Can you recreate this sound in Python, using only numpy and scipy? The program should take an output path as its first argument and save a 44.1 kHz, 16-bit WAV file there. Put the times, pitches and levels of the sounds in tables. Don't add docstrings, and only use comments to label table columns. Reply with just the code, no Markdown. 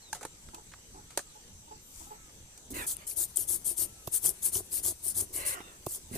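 import sys
import numpy as np
from scipy import signal
from scipy.io import wavfile
from scipy.ndimage import uniform_filter1d

SR = 44100
rng = np.random.default_rng(int(sys.argv[2]) if len(sys.argv) > 2 else 0)


def store_pcm(level_fs):
    pcm = np.round(np.clip(level_fs, -1, 1) * 32767).astype(np.int16)
    wavfile.write(sys.argv[1], SR, np.atleast_2d(pcm).T)


N = 272097

# (start [s], stop [s], grit level [dB], crest [share of stroke], rumble offset [dB])
STROKES = [(2.703, 2.736, -39, 0.25, -14), (2.74, 2.903, -38.5, 0.18, -14), (2.865, 2.952, -28, 0.24, -59),
           (3.067, 3.147, -34.5, 0.26, -37), (3.159, 3.265, -27, 0.45, -27),
           (3.358, 3.46, -30, 0.21, -25.5), (3.472, 3.584, -28, 0.45, -25), (3.643, 3.746, -30, 0.33, -28),
           (3.763, 3.868, -27, 0.43, -25), (4.103, 4.201, -24.5, 0.53, -35), (4.2, 4.331, -24, 0.54, -22.5),
           (4.411, 4.52, -24.5, 0.43, -29.5), (4.514, 4.626, -25.5, 0.38, -20),
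           (4.687, 4.822, -27.5, .55, -29.5), (4.824, 4.937, -24.5, 0.37, -21),
           (5.011, 5.14, -31.5, 0.52, -24.5), (5.139, 5.256, -28.5, 0.42, -19),
           (5.325, 5.466, -33.5, 0.28, -21), (5.447, 5.569, -28.5, 0.32, -33),
           (5.805, 5.988, -33.5, 0.74, -29), (6.094, 6.192, -38.5, 0.63, -14)]
# (time [s], power on the speed [exponent])
STROKE_POINTEDNESS = [(3.0, 0.063), (3.8, 0.69), (4.3, 2.9), (5.1, 1.18)]
def pressure(rumble_share=0, lag_s=0, evenness=1):
    bite_speed, steepness, floor = 0.7, 2.44, 0.06
    level = np.zeros(N)
    for start, stop, db, crest, rumble_db in STROKES:
        speed = swell(start + lag_s, stop + lag_s, crest, 0.72)
        bite = floor + speed ** steepness / (speed ** steepness + bite_speed ** steepness)
        shape = bite * speed ** np.interp(start, *np.transpose(STROKE_POINTEDNESS))
        level += amp(db + rumble_share * rumble_db) * shape ** evenness
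    decay = np.exp(-1 / (0.013 * SR))
    return level + amp(-16.5) * signal.lfilter([1 - decay], [1, -decay], level)


# (frequency [Hz], relative gain [dB])
GRIT_EQ = [(1500, -24), (2500, -26.5), (3200, -23.5), (4450, -13), (5800, -12), (6720, -5.5), (9370, 3.5),
           (14600, -6.5), (15600, -9)]
# (frequency [Hz], left over right [dB])
PORT_TILT = [(1500, -5.5), (4500, -7), (7500, -7.5), (9200, 7), (12000, 18), (15000, -6.5)]
# (time [s], left over right [dB])
STONE_PAN = [(2.8, 0), (3.2, 8.5), (3.8, 9.5), (4.5, 6.5), (5.3, 4), (6.101, 0)]
# (time [s], level before panning and EQ [dB])
SEED_SNAPS = [(2.967, -45), (3.371, -30.5), (3.56, -38), (4.143, -33), (4.26, -29), (4.274, -44),
              (4.285, -45), (4.291, -30.5), (4.862, -31.5), (5.21, -39), (5.362, -39), (5.475, -40)]
def grit():
    hz = np.fft.rfftfreq(1024, 1 / SR)
    pan_db = np.interp(np.arange(N) / SR, *np.transpose(STONE_PAN))
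    clumps = amp(0.28 * wander(120) + wander(700))
    shared = unit_rms(grains(9000, 2.1) + 0.54 * grains(600, 0.48))
    snaps, level = np.zeros(N), pressure()
    for s, db in SEED_SNAPS:
        split = unit_rms(rng.standard_normal(120) * signal.windows.hann(120))
        add(snaps[None], s, amp(db) * split)
    crumbs = 0.061 * uniform_filter1d(level, 9000)
    ports = []
    for side in (1, -1):
        fizz = 0.68 * shared + 0.62 * grains(10000, 1.8)
        fizz *= (level * clumps + crumbs) * amp(side * pan_db / 2)
        taps = eq_taps(curve(GRIT_EQ, hz) + np.minimum(side * curve(PORT_TILT, hz), 0))
        ports.append(signal.oaconvolve(fizz + amp(side * 13) * snaps, taps)[:N])
    return patchy(np.array(ports), patch_db=2)


# (frequency [Hz], width [Hz], gain [dB])
SEED_MODES = [(3290, 340, 1.5), (4410, 93, -4), (6100, 200, 12)]
def seeds():
    shift = 1 + 0.12 * wander(1500)
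    shared, own = (ring_modes(grains(500, 5.5), SEED_MODES, shift) for path in range(2))
    return amp(-19.5) * pressure() * np.array([shared, 0.48 * shared + 0.89 * own])


# (frequency [Hz], width [Hz], gain [dB])
SLAB_MODES = [(83, 51, 8), (129, 45, -0.5), (350.6, 120, 6), (621, 235, -2.5), (890, 265, -13.5)]
def slab_rumble():
    shift = 1 + 0.042 * wander(3000)
    shared, left, right = (ring_modes(grains(500, 3.8), SLAB_MODES, shift) for path in range(3))
    level = pressure(rumble_share=0.97, lag_s=0.0087, evenness=0.64)
    return (shared + 0.29 * np.array([left, right])) * level * pan(-2.4)


def spice_shuffle():
    scrape = np.array([resonate(grains(2800, 21.0), hz=1780, width=5600) for port in range(2)])
    return amp(-34.5) * uniform_filter1d(pressure(), 7000) * unit_rms(scrape)


# (frequency [Hz], width [Hz], gain [dB])
STONE_MODES = [(353, 120, 7), (640, 290, 6.5), (1077, 310, 2.5), (2690, 110, -11), (3580, 170, -12.5)]
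# (time [s], level [dB], tick offset [dB], hardness [dB/octave], thud offset [dB])
LANDINGS = [(4.073, -26, -13, 0.5, 11), (5.864, -22.5, -19, -1.5, 6), (6.153, -31.5, -11, -15, 9)]
def stone_landings():
    out, blow = np.zeros((2, N)), signal.unit_impulse(5000, 130)
    t = np.arange(len(blow)) / SR
    for s, db, tick_db, hardness, thud_db in LANDINGS:
        body = amp(thud_db) * unit_rms(steep_band(blow, hz=107, width=104))
        for k, (hz, width, mode_db) in enumerate(STONE_MODES):
            gain = (-1) ** k * amp(mode_db + hardness * np.log2(hz / 370))
            body += gain * unit_rms(steep_band(blow, hz, width))
        tick = np.diff(rng.standard_normal((2, len(t) + 1))) * amp(tick_db - 60 * t / 0.041)
        add(out, s, amp(db) * (body / abs(body).max() + 2.6 * tick), pan_db=-3.5)
    return out


def stone_skid():
    drag = dict(start=5.6, stop=5.72, crest=0.3)
    shift = 1 + 0.037 * (swell(**drag, pointedness=0.83) - 0.5)
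    ring = np.array([ring_modes(grains(620, 1.6), STONE_MODES[-2:], shift) for port in range(2)])
    return amp(-58) * swell(**drag, pointedness=0.21) * ring


# (time [s], level [dB], pitch [Hz], second tone [ratio], treble offset [dB],
# decay to -60 dB [s], hollowness [0-1])
KNOCKS = [(.129, -20, 877, 1.85, -1.5, 0.025, 0.78), (0.147, -42.5, 720, 1.74, 4.5, 0.14, 0.27),
          (0.209, -43.5, 508, 1.75, -2, 0.18, 0.25), (0.229, -35, 850, 1.8, -0.5, 0.053, 0.35),
          (.25, -30.5, 444, 2, -0.5, 0.043, 0.15), (0.486, -37, 1340, 0.18, -20, 0.022, 0.2),
          (0.545, -40.5, 1240, 2.2, 7.5, 0.035, 0.13), (0.715, -53.5, 1820, 1.5, -15, 0.16, 0),
          (.736, -37, 1215, 1.37, -24, 0.029, 0.22), (1.104, -51.5, 1310, 1.66, 3.5, 0.14, 0.1),
          (1.174, -20.5, 580, 1.56, 4.5, 0.032, 0.37), (1.19, -34, 584, 1.9, -1, 0.054, 0.17),
          (2.576, -58, 2400, 1.7, 20, 0.032, 0.8), (2.703, -42.5, 253, 1.54, -30, 0.13, 0.74),
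          (2.965, -41, 2870, 1.4, -15, 0.018, 0.6), (5.604, -29, 795, 0.34, -22, 0.024, 0.47)]
# (frequency [Hz], width [Hz], gain [dB])
CLACK_MODES = [(4600, 1850, -0.5), (6610, 1420, 5), (8000, 4700, 8.5), (9540, 90, -2.5), (11000, 610, -9)]
def knocks():
    out, t = np.zeros((2, N)), np.arange(4000) / SR
    attack = np.minimum(t / 0.0018, 1)
    for s, db, hz, ratio, treble_db, t60, hollow in KNOCKS:
        noise, left, right = rng.standard_normal((3, len(t)))
        first_tone = np.sin(2 * np.pi * hz * t) * np.tanh(t / 0.0054)
        second_tone = 0.5 * np.sin(2 * np.pi * ratio * hz * t) * amp(-40 * t / t60)
        modes = [(hz, 0.92 * hz, 0), (ratio * hz, 0.94 * hz, -2),
                 (2.5 * hz, 1.2 * hz, -6), (3.74 * hz, hz, -12)]
        clatter = ring_modes(noise, modes)
        body = 2 * hollow * (first_tone + second_tone) + 0.81 * (1 - hollow) * clatter
        clack = ring_modes(np.array([left, 0.01 * left + 0.46 * right]), CLACK_MODES)
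        tick = amp(treble_db - 30 * t / t60) * clack
        hit = (body + tick) * attack * amp(-60 * t / t60)
        scatter = amp(treble_db - 16 - 60 * t / 0.14) * clack[:, ::-1]
        add(out, s, amp(db) * (hit + scatter), pan_db=-5.5)
    return out


# (start [s], length [s], rasp level [dB], thump level [dB], thump pitch [Hz],
# ground boom over thump [dB], gravel tuning [ratio], fall of that tuning [share])
SCUFFS = [(2.715, 0.15, -41.5, -46, 250, 2, 0.97, 0.15), (2.963, 0.1, -57, -79, 290, -2, 1.2, 0.094),
          (5.294, 0.34, -44.5, -55.5, 368, -23, 1.047, 0.03),
          (5.546, 0.25, -59.5, -68, 390, -9, 0.69, 0.11), (6.112, 0.074, -51.5, -40, 160, -25, 0.98, 0.11)]
# (frequency [Hz], width [Hz], gain [dB])
GRAVEL_MODES = [(543, 113, 9.5), (1030, 265, 9), (1620, 290, 8), (1940, 380, 13), (2565, 390, 9),
                (3940, 480, 5)]
def scuffs():
    start, length, rasp_db, thump_db, thump_hz, boom_db, tuning, fall = np.transpose(SCUFFS)
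    t = np.arange(N) / SR
    now = np.clip(np.searchsorted(start, t) - 1, 0, None)
    progress = np.clip((t - start[now]) / length[now], 0, 1)
    shift = tuning[now] * (1 + fall[now] * (0.5 - progress)) * (1 + 0.037 * wander(900))
    rasp_level = sum(amp(db) * swell(s + 0.099 * span, s + span, 0.54, 0.76)
                     for s, span, db in zip(start, length, rasp_db))
    thump_level = sum(amp(db) * swell(s, s + span, 0.11, 0.73)
                      for s, span, db in zip(start, length, thump_db))
    bumps = grains(700, 1.5)
    thump = unit_rms(resonate(resonate(bumps, thump_hz[now], 200), thump_hz[now], 135))
    boom = amp(boom_db[now]) * unit_rms(resonate(resonate(bumps, 59, 69), 67, 68))
    shared, left, right = (ring_modes(grains(4000, 0.62), GRAVEL_MODES, shift) for path in range(3))
    rasp = 0.98 * shared + 0.81 * np.array([left, right])
    return (rasp_level * rasp + thump_level * (thump + boom)) * pan(-3)


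# (start [s], stop [s], level [dB], crest [share of rub], pointedness [exponent],
# centre [Hz], width [Hz])
HAND_RUBS = [(1.81, 2.177, -59.5, 0.35, 0.33, 12700, 3000), (1.843, 2.17, -50, 0.48, 2.6, 7840, 3900)]
def hand_rub():
    out = np.zeros((2, N))
    for start, stop, db, crest, pointedness, hz, width in HAND_RUBS:
        fizz = np.array([steep_band(grains(8500, 4.0), hz, width) for port in range(2)])
        out += amp(db) * swell(start, stop, crest, pointedness) * unit_rms(fizz)
    return out * pan(5)


# (time [s], level [dB], pitch [Hz])
CLUCKS = [(0.529, -42, 335), (0.57, -44.5, 427), (0.943, -42, 380), (0.972, -48, 423), (1.347, -47, 443),
          (1.672, -49, 303), (1.707, -39, 430), (2, -45, 333), (2.064, -48, 278), (2.105, -37, 430.6)]
def hen():
    out, t = np.zeros((2, N)), np.arange(6000) / SR
    envelope = np.minimum(t / 0.015, 1) * amp(-60 * t / 0.15)
    for s, db, hz in CLUCKS:
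        jitter, breath = rng.standard_normal((2, len(t)))
        phase = 2 * np.pi * np.cumsum(hz * (1 + 0.38 * uniform_filter1d(jitter, 150))) / SR
        buzz = unit_rms(sum(np.sin(k * phase) for k in range(1, 5)))
        voice = buzz + 2.4 * breath * (1 + np.cos(phase))
        throat = resonate(resonate(voice, 760, 440), 865, 170)
        note = unit_rms(throat + 0.42 * resonate(voice, hz, 210))
        add(out, s, amp(db) * envelope * note, pan_db=-3)
    return out


# (time [s], level [dB])
COOS = [(.12, -72), (1.04, -70), (2.03, -68), (2.8, -72), (3.8, -69)]
def dove():
    out = np.zeros((2, N))
    arch_hz = 1340 - 620 * (np.linspace(0, 1, round(0.31 * SR)) - 0.4) ** 2
    for s, db in COOS:
        add(out, s, whistle(arch_hz, db, jitter=0.0055))
    return out


# (time [s], length [s], level [dB])
PEEPS = [(.008, .11, -57), (1.27, .07, -66), (4.995, .045, -63)]
def chick():
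    out = np.zeros((2, N))
    for s, length, db in PEEPS:
        fall_hz = np.linspace(4400, 3500, round(length * SR))
        add(out, s, whistle(fall_hz, db, jitter=0.02))
    return out


# (centre [Hz], width [Hz], starting level [dB])
INSECT_BANDS = [(6100, 360, -63.5), (7570, 140, -66.5), (11600, 30, -76)]
def insects():
    out, rise_db = np.zeros((2, N)), 0.1 * np.arange(N) / SR
    for hz, width, db in INSECT_BANDS:
        level = amp(db + 0.22 * wander(9000) + rise_db)
        out += level * unit_rms(steep_band(rng.standard_normal((2, N)), hz, width))
    return out


# (frequency [Hz], relative gain [dB])
YARD_EQ = [(20, -10), (62, 0), (113, -11.5), (181, -12), (493, -18.5), (651, -24), (885, -21),
           (1170, -26.5), (6580, -23), (7560, -16), (11500, -32.5), (15600, -34.5)]
# (frequency [Hz], left-right correlation [-1 to 1])
YARD_CORRELATION = [(60, 1), (380, 0.66), (2380, -0.27), (15000, 0.15)]
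# (frequency [Hz], left over right [dB])
YARD_PAN = [(60, 0), (380, -2.5), (2380, -2), (15000, 5.5)]
def yard_air():
    frames, hz = N // 256 + 5, np.fft.rfftfreq(1024, 1 / SR)
    left_re, left_im, own_re, own_im, patches = rng.standard_normal((frames, 513, 5)).T
    patches = unit_rms(uniform_filter1d(uniform_filter1d(patches, 12, 0, mode="wrap"), 14, 1))
    likeness = curve(YARD_CORRELATION, hz)[:, None]
    lean = amp(curve(YARD_PAN, hz)[:, None] / 2)
    left = left_re + 1j * left_im
    right = likeness * left + np.sqrt(1 - likeness ** 2) * (own_re + 1j * own_im)
    spectrum = np.array([left * lean, right / lean]) * amp(curve(YARD_EQ, hz)[:, None] + 2.4 * patches)
    return amp(-54) * unit_rms(signal.istft(spectrum, nperseg=1024, noverlap=768)[1][:, :N])


def whistle(hz, db, jitter):
    waver = 1 + 0.5 * wander(500, (2, len(hz)))
    phase = 2 * np.pi * np.cumsum(hz * (1 + jitter * wander(200, len(hz)))) / SR
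    note = np.sin(phase + np.array([[0], [1.3]]))
    return amp(db) * note * waver * signal.windows.tukey(len(hz), 0.4)


def swell(start, stop, crest, pointedness):
    progress = np.clip((np.arange(N) / SR - start) / (stop - start), 0, 1)
    skew = np.log(0.5) / np.log(crest)
    return np.sin(np.pi * progress ** skew).clip(0) ** pointedness


def grains(per_s, spread_db):
    size = amp(spread_db * np.minimum(rng.exponential(1, N), 5)) * rng.choice([-1., 1.], N)
    return unit_rms(size * (rng.random(N) < per_s / SR))


def wander(samples, shape=N):
    return unit_rms(uniform_filter1d(rng.standard_normal(shape), samples))


def patchy(x, patch_db):
    spectrum = signal.stft(x, nperseg=256, noverlap=192)[2]
    field = rng.standard_normal(spectrum.shape[:0:-1]).T
    field = unit_rms(uniform_filter1d(uniform_filter1d(field, size=9, axis=0), size=17, axis=1))
    return signal.istft(spectrum * amp(patch_db * field), nperseg=256, noverlap=192)[1][:, :N]


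def resonate(x, hz, width):
    carrier = np.exp(2j * np.pi * np.cumsum(hz * np.ones(x.shape[-1])) / SR)
    pole = np.exp(-np.pi * width / SR)
    return 2 * (carrier * signal.lfilter([1 - pole], [1, -pole], x / carrier)).real


def steep_band(x, hz, width):
    return resonate(resonate(x, hz, width), hz, width)


def ring_modes(x, modes, shift=1):
    return unit_rms(sum(amp(db) * steep_band(x, hz * shift, width) for hz, width, db in modes))


def eq_taps(db):
    log_gain = np.log(amp(np.r_[db, db[-2:0:-1]]))
    taps = np.fft.ifft(np.exp(np.conj(signal.hilbert(log_gain)))).real[:len(db)]
    return taps / np.linalg.norm(taps)


def curve(points, hz):
    point_hz, value = np.transpose(points)
    return np.interp(np.log(hz + 1), np.log(point_hz + 1), value)


def add(mix, s, sound, pan_db=0):
    part = mix[:, round(s * SR):][:, :np.shape(sound)[-1]]
    part += (sound * pan(pan_db))[:len(mix), :part.shape[1]]


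def pan(left_over_right_db):
    return amp([[left_over_right_db / 2], [-left_over_right_db / 2]])


def amp(db):
    return 10 ** (np.asarray(db) / 20)


def unit_rms(x):
    return x / np.sqrt(np.mean(x ** 2) + 1e-20)


def scene():
    off_right = scuffs() + hen()
    off_right[0] = np.r_[np.zeros(17), off_right[0, :-17]]
    foreground = grit() + seeds() + slab_rumble() + stone_landings() + knocks()
    background = dove() + chick() + yard_air() + insects()
    soft_friction = hand_rub() + spice_shuffle() + stone_skid()
    return foreground + soft_friction + off_right + background


def record(dry):
    return signal.oaconvolve(dry, signal.firwin(511, 15300, window=("kaiser", 9), fs=SR)[None], "same")


dry = scene()
out = record(dry)
store_pcm(out)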